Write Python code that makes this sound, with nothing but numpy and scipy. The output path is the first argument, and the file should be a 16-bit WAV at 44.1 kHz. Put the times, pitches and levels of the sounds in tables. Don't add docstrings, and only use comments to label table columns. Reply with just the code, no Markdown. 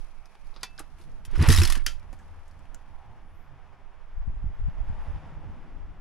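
import sys
import numpy as np
from scipy import signal
from scipy.fft import rfft, irfft
from scipy.io import wavfile

SR = 44100
rng = np.random.default_rng(int(sys.argv[2]) if len(sys.argv) > 2 else 0)


def makeup_ratio(level_db):
    decades = np.asarray(level_db, float) / 20
    return 10 ** decades


def store_pcm(level_fs):
    pcm = np.round(np.clip(level_fs, -1, 1) * 32767).astype(np.int16)
    wavfile.write(sys.argv[1], SR, np.atleast_2d(pcm).T)


N = 264688
T = np.arange(N) / SR


def rms_one(x):
    return x / np.sqrt(np.mean(x ** 2) + 1e-20)


def seconds(length):
    return np.arange(round(length * SR)) / SR


def in_time(rows, outside=None):
    s, *columns = np.transpose(rows)
    return [np.interp(T, s, c, outside, outside) for c in columns]


def at_hz(points, hz):
    table = np.array(points)
    return np.interp(np.log(np.maximum(hz, 1)), np.log(table[:, 0]), table[:, 1])


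def shaped(x, spectrum):
    return irfft(rfft(x) * makeup_ratio(at_hz(spectrum, np.fft.rfftfreq(N, 1 / SR))), N)


def band(x, low_hz, high_hz):
    return signal.sosfilt(signal.butter(2, [low_hz, min(high_hz, .45 * SR)], "band", fs=SR, output="sos"), x)


def drift(rate):
    r = np.exp(-80 * np.pi * rate / SR)
    steps = rng.standard_normal(N // 40 + 2002)
    slow = signal.lfilter([1], [1, -2 * r, r * r], steps)[2000:]
    return np.interp(np.arange(N) / 40, np.arange(len(slow)), rms_one(slow))


def hump(s, length):
    return np.exp(-4 * ((T - s) / length) ** 2)


def ring(x, hz, t60):
    r, w = makeup_ratio(-60 / (t60 * SR)), 2 * np.pi * hz / SR
    return signal.lfilter([0, np.sin(w)], [1, -2 * r * np.cos(w), r * r], x + 1e-18)


def add(out, s, sound):
    i = round(s * SR)
    out[..., i:i + sound.shape[-1]] += sound[..., :N - i]


def coloured(spectrum):
    # pitch in Hz, likeness from 0 to 1.
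    likeness = [(60, 0.094), (180, 0.88), (550, 0.96), (1650, 0.95), (4970, 0.54), (15000, 0.06)]
    mid, side = rfft(rng.standard_normal((2, N)))
    alike = np.clip(at_hz(likeness, np.fft.rfftfreq(N, 1 / SR)), 0, 1)
    both = np.sqrt(1 + alike) * mid + np.sqrt(1 - alike) * side * [[1], [-1]]
    return rms_one(shaped(irfft(both, N), spectrum))


def crack(low_db, high_db, t60, snap=1.2, rise_s=1e-5):
    t = seconds(.25)
    fade = makeup_ratio(-60 * t / np.clip(t60, .005, .2)) + snap * np.exp(-t / .0008)
    rise = 1 - np.exp(-t / max(rise_s, 1e-5))
    white = rng.standard_normal((3, len(t))) * fade * rise
    lows = makeup_ratio(low_db + 7.5) * band(white[0], 230, 1900)
    mids = band(white[0], 1200, 7000) + .45 * band(white[0], 1200, 3200) + band(.45 * white[1:], 2500, 7000)
    highs = band(band(.7 * white[0] + .7 * white[1:], 7000, 15500), 6000, 17000)
    highs = highs - band(highs, 11000, 17000) * (1 - np.exp(-t / .0067))
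    return lows + mids + makeup_ratio(high_db) * makeup_ratio([[1.5], [-1.5]]) * highs


def exhaust():
    # start in seconds, peak in dB, valve open in seconds,
    # level after shutting in dB, overtones in dB.
    chugs = [
        (1.316, -45.5, 0.024, -8, 7.5),
        (1.3914, -12, 0.036, -15.5, -3.5),
        (1.4817, -8.5, 0.022, -3, -6.5),
        (1.5836, -11, .038, -8.5, -9.5),
        (1.692, -48, 0.013, -2, 6.5),
        (1.755, -53.5, 0.014, -11.5, 5.5),
    ]
    # pitch in Hz, level in dB, t60 in seconds, start after valve closing in seconds.
    overtones = [(134.2, 6, 0.077, -.02), (243, -0.5, 0.076, -.012), (325.5, -1.5, 0.085, -.004),
                 (438, -11.5, 0.067, -.012)]
    pipe_hz, sag_hz_per_s, pipe_t60_s = 81.3, 240.0, 0.44
    out, t = np.zeros(N), seconds(.4)
    for s, db, open_s, after_db, over_db in chugs:
        hz = pipe_hz - sag_hz_per_s * open_s
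        shut = np.maximum(t - open_s, 0)
        drop_db = after_db * (1 - np.exp(-shut / 0.0029)) - 60 * shut / pipe_t60_s
        shape = np.minimum(t / 0.0018, 1) * makeup_ratio(drop_db - 35 * t)
        creep = 1 + 2.9 * np.minimum(t, .05)
        puff = shape * np.sin(2 * np.pi * hz * t * creep)
        puff += makeup_ratio(-23) * shape * rms_one(band(rng.standard_normal(len(t)), 180, 300))
        for mode_hz, mode_db, t60, lag in overtones:
            mode_hz = mode_hz * (1 + 0.036 * rng.normal())
            mode_db = mode_db + 2.5 * rng.normal()
            late = np.maximum(t - open_s - lag, 0)
            swell = (1 - np.exp(-late / 0.0056)) * makeup_ratio(-60 * late / t60)
            puff += makeup_ratio(over_db + mode_db) * swell * np.sin(2 * np.pi * mode_hz * late)
        add(out, s, makeup_ratio(db) * puff)
        suck = np.exp(-((t - .016) / .0029) ** 2)
        add(out, s - .02, -makeup_ratio(db - 11) * suck)
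    return out


def hum():
    start_s, end_s = 1.66, 4.05
    since = np.maximum(T - start_s, 0)
    level = makeup_ratio(-26 - 277 * since) + makeup_ratio(-43.5 - 8.5 * since)
    air = rms_one(band(rng.standard_normal(N), 64.8, 84))
    return level * (T > start_s) * (T < end_s) * makeup_ratio(-3) * air


def starter():
    # start in seconds, peak in dB.
    clicks = [(1.358, -44.5), (1.3802, -42), (1.4151, -37.5), (1.4255, -28), (1.475, -36), (1.4879, -16),
              (1.504, -18.5), (1.5179, -22.5), (1.5268, -15), (1.5383, -23), (1.5479, -20.5),
              (1.563, -17.5), (1.576, -18), (1.5862, -19), (1.602, -23), (1.6181, -19), (1.6348, -18),
              (1.6534, -20), (1.6758, -22), (1.7018, -20.5), (1.724, -20), (1.754, -27)]
    # time in seconds, level in dB.
    turning = [(1.30, -72), (1.342, -59), (1.41, -44), (1.538, -31), (1.604, -39), (1.70, -39), (1.77, -46),
               (1.81, -51), (1.86, -61.5)]
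    # pitch in Hz, level in dB per Hz.
    gear_colour = [(400, -33), (700, -7), (1100, 5), (1900, -8), (3000, 0), (5200, 1), (7000, -3),
                   (11000, -0.5), (13000, -4), (16000, -5)]
    teeth = np.zeros((2, N))
    for s, db in clicks:
        high_db = 1.6 - 5 * abs(s - 1.49)
        add(teeth, s - .001, makeup_ratio(db - 8.5) * crack(-15, high_db, .051, snap=1.1, rise_s=.0003))
    shaft = makeup_ratio(-48) * ring(teeth.mean(axis=0) * (T > 1.69), 1362, .5)

    whirr_db, = in_time(turning, outside=-120)
    grit = makeup_ratio(whirr_db + 4.5 * drift(66))
    gears = rms_one(casing(coloured(gear_colour)))
    dull = band(gears, 200.5, 3500)
    treble = makeup_ratio(0.3 * (whirr_db - whirr_db.max()))
    whirr = grit * (dull + treble * (gears - dull))

    load_s, crank_stops_s = 1.43, 1.83
    growl_db = -35.5 - np.maximum(199.5 * (load_s - T), 36.5 * (T - load_s))
    growl = makeup_ratio(growl_db - 1.5 + 3.8 * drift(30)) * rms_one(band(rng.standard_normal(N), 520, 2510))
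    growl *= np.clip((crank_stops_s - T) / 0.034, 0, 1)
    return casing(teeth, plain_db=5.0) + whirr + shaft + growl


def casing(x, plain_db=6.0):
    # pitch in Hz, width in Hz, level in dB.
    resonances = [(1870, 200, -1), (3770, 250, -4), (5250, 300, -3), (6270, 120, -6), (7440, 200, -8),
                  (9500, 500, -8), (11000, 400, -8)]
    out = makeup_ratio(plain_db) * x
    for k, (hz, width_hz, db) in enumerate(resonances):
        r = np.exp(-np.pi * width_hz / SR)
        rise, fall = [(1 - r * r) / 2, 0, (r * r - 1) / 2], [1, -2 * r * np.cos(2 * np.pi * hz / SR), r * r]
        out = out + (-1) ** k * makeup_ratio(db) * signal.lfilter(rise, fall, x)
    return out


def notes():
    # start in seconds, peak in dB, pitch in Hz.
    body = [(1.3563, -34, 1510), (1.365, -35, 1280), (1.392, -33, 1900), (1.425, -28.5, 1760),
            (1.4868, -18.5, 1300), (1.5045, -17.5, 1880), (1.5165, -22.5, 1730), (1.5283, -19.5, 1740),
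            (1.5383, -19.5, 1870), (1.5474, -24, 1880), (1.5614, -23, 1926), (1.5736, -27, 1960),
            (1.5854, -27, 1000), (1.6177, -19, 2580), (1.6353, -30, 2400), (1.6532, -33.5, 1830),
            (1.6752, -27, 2150), (1.7, -28.5, 1060), (1.723, -32, 1350), (1.752, -39, 1070)]
    bright = [(1.366, -37.5, 5100), (1.416, -30.5, 3970), (1.4265, -25.5, 4760), (1.488, -20, 5850),
              (1.503, -16, 3730), (1.5171, -18, 3950), (1.526, -19, 6200), (1.5364, -19, 6280),
              (1.5479, -19.5, 3980), (1.5615, -14, 5230), (1.5745, -18, 3650), (1.5858, -16.5, 3886),
              (1.6, -23.5, 4640), (1.6162, -24, 3030), (1.6336, -15.5, 5260), (1.6518, -16.5, 4360),
              (1.6737, -22, 3470), (1.6993, -24.5, 5100), (1.723, -21.5, 3510), (1.7511, -28.5, 3000)]
    # start in seconds, peak in dB, pitch in Hz, t60
    # in seconds.
    pings = [(.779, -50, 5000, .06), (0.786, -57, 1660, .05), (0.798, -42.5, 1253, 0.046),
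             (.802, -44.5, 815, 0.055), (1.2518, -56.5, 3133, 0.12), (1.2527, -58, 3569, .065),
             (1.2524, -53, 5600, .06), (1.33, -73, 2070, .06), (1.332, -47, 370, 0.063),
             (1.382, -50, 10500, .04), (1.39, -29, 200, 0.055), (1.393, -36, 376, 0.058),
             (1.421, -42, 10100, 0.094), (1.476, -33, 11200, 0.06), (1.494, -32.5, 439.3, 0.044),
             (1.5, -32, 197, .06), (1.619, -28, 202, .07), (1.768, -38.5, 228, 0.051),
             (1.77, -41, 338, .04), (1.811, -53, 330, .04), (1.998, -64, 5400, .03),
             (2.002, -59, 2350, 0.027), (2.13, -54, 800, 0.086), (2.13, -51, 290, 0.075),
             (.638, -45.5, 774, 0.061), (.638, -44, 950, .06), (1.0, -55.5, 355, 0.078),
             (.646, -46, 5170, .03), (.804, -43, 299, 0.061), (.611, -60, 4900, .08),
             (2.198, -57, 1690, .06), (2.7474, -53, 1390, 0.042), (2.7465, -48, 7020, .03),
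             (2.746, -67, 5500, 0.032), (2.753, -58, 7550, 0.027), (2.656, -58, 320, .03),
             (1.782, -46, 1700, .04), (1.796, -47, 2200, .04), (1.806, -55, 1720, 0.035),
             (1.279, -35.5, 70, 0.085), (1.377, -23, 110, 0.059), (1.375, -44, 476, 0.049),
             (1.4, -37, 150.7, .06), (4.5, -47, 170, 0.086), (5.019, -48, 900, 0.028),
             (5.844, -54, 900, 0.036)]
    rows = [(s, db - 7.5, hz, .031) for s, db, hz in body]
    rows += [(s, db - 8.5, hz, .035) for s, db, hz in bright]
    out, click = np.zeros((2, N)), seconds(.2) == 0
    for s, db, hz, t60 in [*rows, *pings]:
        pair = ring(click, hz, t60) + .5 * ring(click, hz * 1.025, t60)
        add(out, s, makeup_ratio(db) * pair)
    return out


def lever():
    # start in seconds, peak in dB, lows below 1.9 kHz in dB, crack t60 in seconds, ring
    # in dB.
    contacts = [
        (0.6326, -32.5, -5, 0.0089, -30),
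        (0.6335, -29, -10.5, 0.074, -5.5),
        (0.794, -38, -10, 0.057, -40),
        (.803, -55, 12, 0.029, -43),
        (1.2525, -44.5, -8.5, 0.062, -16.5),
        (1.865, -22.5, -18, 0.015, -13),
        (1.866, -24.5, -16.5, 0.051, -3),
        (1.872, -35, -10.5, 0.2, -30.5),
        (2.13, -58.5, 13.5, 0.084, -39),
    ]
    # pitch in Hz, level in dB, t60 in seconds.
    folding = [(1080, -1.5, 0.029), (1390, -1, 0.02), (1900, 1.5, 0.029), (2380, -5.5, 0.11),
               (2976, -29, .2), (3110, -12, 0.074), (3600, -20, 0.17), (4700, 6, 0.02), (5060, -17, 0.14),
               (7360, -19, 0.036), (9950, -5.5, .03)]
    stopped = [(4474, -22.5, 0.15), (1590, -2.5, 0.037), (2398, -11, 0.13), (2600, -24.5, 0.27),
               (6019, -21, .14), (6400, -30.5, 0.15), (3090, -4.5, 0.073), (4695, 3, .04),
               (4800, -29.5, .1), (5500, -24, .15), (5360, 3.5, .04), (5650, -22.5, .15), (6150, -6, 0.057),
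               (6800, -23, 0.16), (8400, -22.5, .15), (9740, -14, .09)]
    out, click, before = np.zeros((2, N)), seconds(.5) == 0, 0
    for s, db, low_db, t60, ring_db in contacts:
        high_db = -4.5 if s - before < .02 else 4
        before = s
        add(out, s - .001, makeup_ratio(db) * crack(low_db, high_db, t60))
        for hz, mode_db, mode_t60 in (folding if s < 1.5 else stopped):
            sign = rng.choice([-1, 1])
            add(out, s, sign * makeup_ratio(db + ring_db + mode_db) * ring(click, hz, mode_t60))
    return out


def ticks():
    # start in seconds, peak in dB, colour in Hz, lows in dB, t60 in seconds.
    dry_ticks = [(.787, -61, 1480, 19, 0.12), (.258, -60, 5500, -22, 0.054),
                 (0.354, -67.5, 5000, 18, 0.028), (.47, -67, 5000, -19, 0.08),
                 (0.986, -64.5, 3000, 7.5, 0.22), (1.014, -62, 4940, 5, 0.16), (1.04, -63, 4000, 4, .05),
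                 (1.118, -67, 5900, -10, .04), (1.314, -60, 5050, -11, 0.062),
                 (1.998, -62, 5440, -18, 0.02), (2.19, -70, 7650, 11, 0.19), (2.481, -67, 7500, -15, 0.069),
                 (2.512, -66, 5540, -12, 0.042), (2.593, -69, 7100, -13, 0.034),
                 (2.655, -75, 700, 21, 0.033), (2.7465, -47.5, 7620, -6, 0.025)]
    squeaky = [
        (.542, -66, 4270, -15, 0.097),
        (.564, -59.5, 4800, 15, 0.07),
        (0.61, -65, 4300, -11, 0.24),
        (.780, -52, 4650, -6, 0.084),
    ]
    out = np.zeros((2, N))
    for rows, colour_db, high_db in [(dry_ticks, 2, 4), (squeaky, 10, -11)]:
        for s, db, hz, low_db, t60 in rows:
            wide = crack(low_db, high_db, t60)
            add(out, s - .001, makeup_ratio(db) * (wide + makeup_ratio(colour_db) * band(wide, hz / 1.4, hz * 1.18)))
    return out


def sings():
    # start in seconds, peak in dB, pitch in Hz, t60 in seconds, touched at time in seconds.
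    rings = [(.6337, -50.5, 2632, .55, .772), (.6337, -41, 3478, .13, .78), (.795, -65, 2632, .4, .9),
             (1.866, -44, 1357, .26, 1.93), (1.868, -39, 3133, .16, 2.1), (1.868, -43, 3246, .16, 2.1),
             (1.868, -48, 4856, .17, 2.1), (1.868, -53, 5335, .2, 2.1), (.564, -54, 4750, .06, .63),
             (.577, -69, 4950, .2, .63), (.543, -67, 4800, .08, .63)]
    out, t = np.zeros((2, N)), seconds(.3)
    for s, db, hz, t60, damped_s in rings:
        damped_db = db - 2000 * np.maximum(t + s - damped_s, 0)
        add(out, s, makeup_ratio(damped_db) * ring(t == 0, hz, t60))
    return out


def echoes(x):
    # delay in seconds, level in dB.
    returns = [
        (.0035, -28),
        (.009, -18),
    ]
    dull, out = band(x.mean(axis=0), 300, 6000), x.copy()
    for lag, db in returns:
        add(out, lag, makeup_ratio(db) * dull)
    yard_t60_s, tail_db = 0.14, -11.5
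    t = seconds(.4)
    common, *own = rng.standard_normal((3, len(t)))
    scatter = (common + .6 * np.array(own)) * makeup_ratio(-60 * t / yard_t60_s) * (t > .006)
    scatter *= makeup_ratio(tail_db) / np.sqrt(np.sum(scatter ** 2) / 2)
    return out + signal.fftconvolve(dull[None], scatter, axes=1)[:, :N]


def frame():
    # time in seconds, swing in dB.
    shake = [(1.27, -32), (1.36, -11), (1.40, -30), (1.45, -19), (1.49, -9), (1.66, -15.5), (1.70, -10),
             (1.93, -26), (2.03, -37)]
    shake_hz, crest_s = 19.3, 1.70
    swing = makeup_ratio(in_time(shake, outside=-120)[0]) * np.cos(2 * np.pi * shake_hz * (T - crest_s))
    return swing * [[-.14], [1]]


def cloth():
    # middle in seconds, length in seconds, level in dB.
    rustle = [
        (0.0, 0.2, -65.5),
        (.4, 0.64, -71),
        (0.998, 0.64, -70.5),
        (2.195, 0.88, -73),
        (2.9, 1, -79),
    ]
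    rub = sum(makeup_ratio(db) * hump(s, length) for s, length, db in rustle)
    hiss = rub * makeup_ratio(2.2 * drift(50)) * rms_one(band(rng.standard_normal((2, N)), 2300, 11000))
    return hiss - .55 * band(hiss, 5400, 11000)


def far_traffic():
    # pitch in Hz, level in dB per Hz.
    road_colour = [(240, -17.5), (400, -4.5), (432, -8.5), (623, -4), (847, -1), (1540, -8), (2470, -14),
                   (3600, -21.5), (3900, -27.5), (5230, -26.5), (8670, -39.5), (10600, -34.5),
                   (12500, -51.5), (15500, -62.5)]
    rumble_colour = [(29, -28), (50, -10), (80, 0.5), (103, -14.5), (130, -9.5), (260, -20.5), (315, -21),
                     (382, -35.5), (500, -27.5), (650, -55), (1100, -120)]
    # closest time in seconds, dB over steady traffic, seconds to lose 3 dB.
    passes = [
        (2.5, -4, 0.5),
        (3.1, -4.5, -1.5),
        (5.08, 9, 0.23),
        (5.6, -4, 0.56),
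    ]
    extra = sum(makeup_ratio(2 * db) / (1 + ((T - s) / width) ** 2) for s, db, width in passes)
    nearer_db = 10 * np.log10(1 + extra)
    road = makeup_ratio(-62 + nearer_db + 0.66 * drift(12)) * coloured(road_colour)
    rumble = makeup_ratio(-65 + 1.32 * nearer_db + 5.5 + 3.5 * drift(4.4)) * coloured(rumble_colour)
    return road + rumble


def far_tones():
    # middle in seconds, length in seconds, level in dB, pitch in Hz, width as a share of pitch.
    tones = [(0.88, 0.47, -63.5, 147.3, 0.075), (3.087, 0.12, -52, 118, 0.019),
             (3.536, 0.1, -54.5, 134, 0.041), (5.46, 1, -55.5, 155, 0.042),
             (3.4, 0.15, -76.5, 12000, 0.031), (3.305, 0.14, -85, 10100, 0.041),
             (5.051, 0.15, -80, 10700, 0.052), (5.23, 1, -58.5, 710, 0.24), (0.3, 0.77, -72, 2380, 0.086),
             (3.06, 0.42, -60, 850, 0.16), (5.615, 0.76, -57.5, 253, 0.32), (5, 0.43, -62, 840, 0.072)]
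    air = rng.standard_normal(N)
    return sum(makeup_ratio(db) * hump(s, length) * rms_one(band(air, hz * (1 - width), hz * (1 + width)))
               for s, length, db, hz, width in tones)


def wind():
    # time in seconds, strength in dB, left minus right in dB.
    gusts = [(0.0, -43.5, -16.5), (0.17, -51, -22), (0.33, -64, -14), (0.486, -45, -25), (0.644, -56, -17),
             (1.25, -43.5, -6), (2.05, -52, -16), (2.4, -49, 6), (2.75, -51, -24), (3.05, -53, -9),
             (3.3, -49.5, -5), (3.55, -58, -16.5), (4.06, -52, -7.5), (4.14, -37, -1.5), (5.03, -39.5, 4.5),
             (5.21, -53.5, 2), (5.4, -44, -6), (6.0, -51, 7)]
    # pitch in Hz, level in dB per Hz.
    pressure = [(4, -14), (9, -8), (18, -2.5), (28, -14.5), (60, -47.5), (200, -110)]
    buffet = [(15, -17), (30, 12.5), (50, 7), (80, -13), (130, -20), (250, -40), (700, -110)]
    # time in seconds, peak in dB, sharpness in Hz, way (suck 1, push -1).
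    left_slaps = [(4.1782, -22, 90, -1), (4.2071, -23, 75.2, 1), (4.2783, -16.9, 90, 1),
                  (4.3387, -25, 74.5, 1), (4.354, -28, 75.4, -1), (4.4308, -25, 110, -1),
                  (4.498, -23, 90, -1), (4.5963, -28, 165, -1), (4.6431, -15.5, 75, 1),
                  (4.6662, -15.5, 75, 1), (4.6892, -21, 75.5, 1), (4.8025, -23, 75.3, -1),
                  (4.8948, -20.5, 90.5, -1), (4.906, -33, 110.6, -1), (4.929, -22.5, 165, 1),
                  (4.986, -28, 75, 1), (5.001, -20.5, 75.4, -1), (5.1396, -19, 75, -1),
                  (5.1529, -20.5, 90, -1), (5.164, -24, 165, -1), (5.536, -36.8, 199, -1),
                  (5.7562, -29.7, 75, -1), (5.8088, -24.5, 75.2, -1), (5.8804, -30, 75, -1),
                  (5.9076, -27, 75, -1)]
    right_slaps = [(4.297, -22, 110, 1), (4.3703, -19.5, 75, 1), (4.4279, -23, 75, -1),
                   (4.4431, -20.5, 165, 1), (4.4645, -15, 110, -1), (4.4867, -19.5, 75, -1),
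                   (4.6192, -17, 90, 1), (4.6356, -21, 75, -1), (4.6852, -22, 200, 1),
                   (4.7916, -25.1, 90, -1), (4.8086, -11.5, 75, -1), (4.8242, -21, 75, 1),
                   (4.87, -27, 75, 1), (4.8926, -25, 75, 1), (4.905, -18.5, 90, -1), (5.0002, -21, 75, 1),
                   (5.0815, -19, 90, 1), (5.102, -18, 75, -1), (5.158, -25, 110, -1), (5.181, -26, 135, 1),
                   (5.3708, -22.5, 75, -1), (5.4603, -32, 135, 1), (5.475, -27, 135, -1),
                   (5.496, -30, 110, 1), (5.8502, -25.5, 75, -1)]
    # time in seconds, peak in dB, port (left 0, right 1), way (push 1, suck -1).
    flicks = [(4.2768, -23, 0, -1), (4.300, -28.5, 1, 1), (4.444, -21, 1, 1), (4.684, -25.5, 1, -1),
              (4.683, -31, 0, -1), (4.900, -22, 0, -1), (5.159, -29, 0, -1), (5.163, -37, 1, -1),
              (5.464, -31, 1, 1), (5.500, -36, 1, 1)]
    gust_db, side_db = in_time(gusts)
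    wakes = sum(makeup_ratio(db - 28) * hump(s, .054) for s, db, _, _ in [*left_slaps, *right_slaps])
    buffet_db = 20 * np.log10(makeup_ratio(-58 + 0.83 * (gust_db + 48)) + wakes)
    out = port_noise(pressure, gust_db, side_db, lumpy_db=-1.5)
    out = out + port_noise(buffet, buffet_db, 0.24 * side_db, lumpy_db=5.0)

    t = np.arange(-2000, 4000) / SR
    after = 0.78 * np.exp(-t / 0.0092) * np.cos(2 * np.pi * 25 * t)
    edge = np.where(t < 0, -np.exp(t / 0.0052), after)
    for port, rows in zip(out, (left_slaps, right_slaps)):
        for s, peak_db, sharp_hz, way in rows:
            slap = signal.sosfilt(signal.butter(5, sharp_hz, fs=SR, output="sos"), edge)
            add(port, s - 2000 / SR - .5 / sharp_hz, np.sign(way) * makeup_ratio(peak_db) * slap)
    for s, peak_db, port, way in flicks:
        add(out[int(port > .5)], s - 2000 / SR, np.sign(way) * makeup_ratio(peak_db) * np.exp(-(t / .0017) ** 2))
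    return out


def port_noise(spectrum, db, pan_db, lumpy_db):
    noise = shaped(rng.standard_normal((2, N)), spectrum)
    lumps = makeup_ratio(lumpy_db * np.array([drift(14), drift(9.3)]))
    return makeup_ratio(db + 5.5 + np.array([pan_db, -pan_db]) / 2) * rms_one(noise * lumps)


def scene():
    metal = echoes(starter() + notes() + lever() + ticks())
    bike = exhaust() + hum() + metal + sings()
    return bike + frame() + cloth() + far_traffic() + far_tones() + wind()


def low_pass(x):
    return signal.sosfilt(signal.butter(12, 16810, fs=SR, output="sos"), x)


def record(dry):
    # pitch in Hz, level in dB.
    response = [(10000, -0.5), (11700, -2.5), (12900, -22), (14500, -12.5), (15700, -13.5), (16100, -62)]
    heard = shaped(dry, response)
    white = rng.standard_normal(dry.shape)
    hiss = makeup_ratio(-95.5) * rms_one(band(white, 10000, 15800))
    top_hiss = makeup_ratio(-99) * rms_one(band(white, 14500, 15800))
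    return low_pass(heard + hiss + top_hiss)


dry = scene()
out = record(dry)
store_pcm(out)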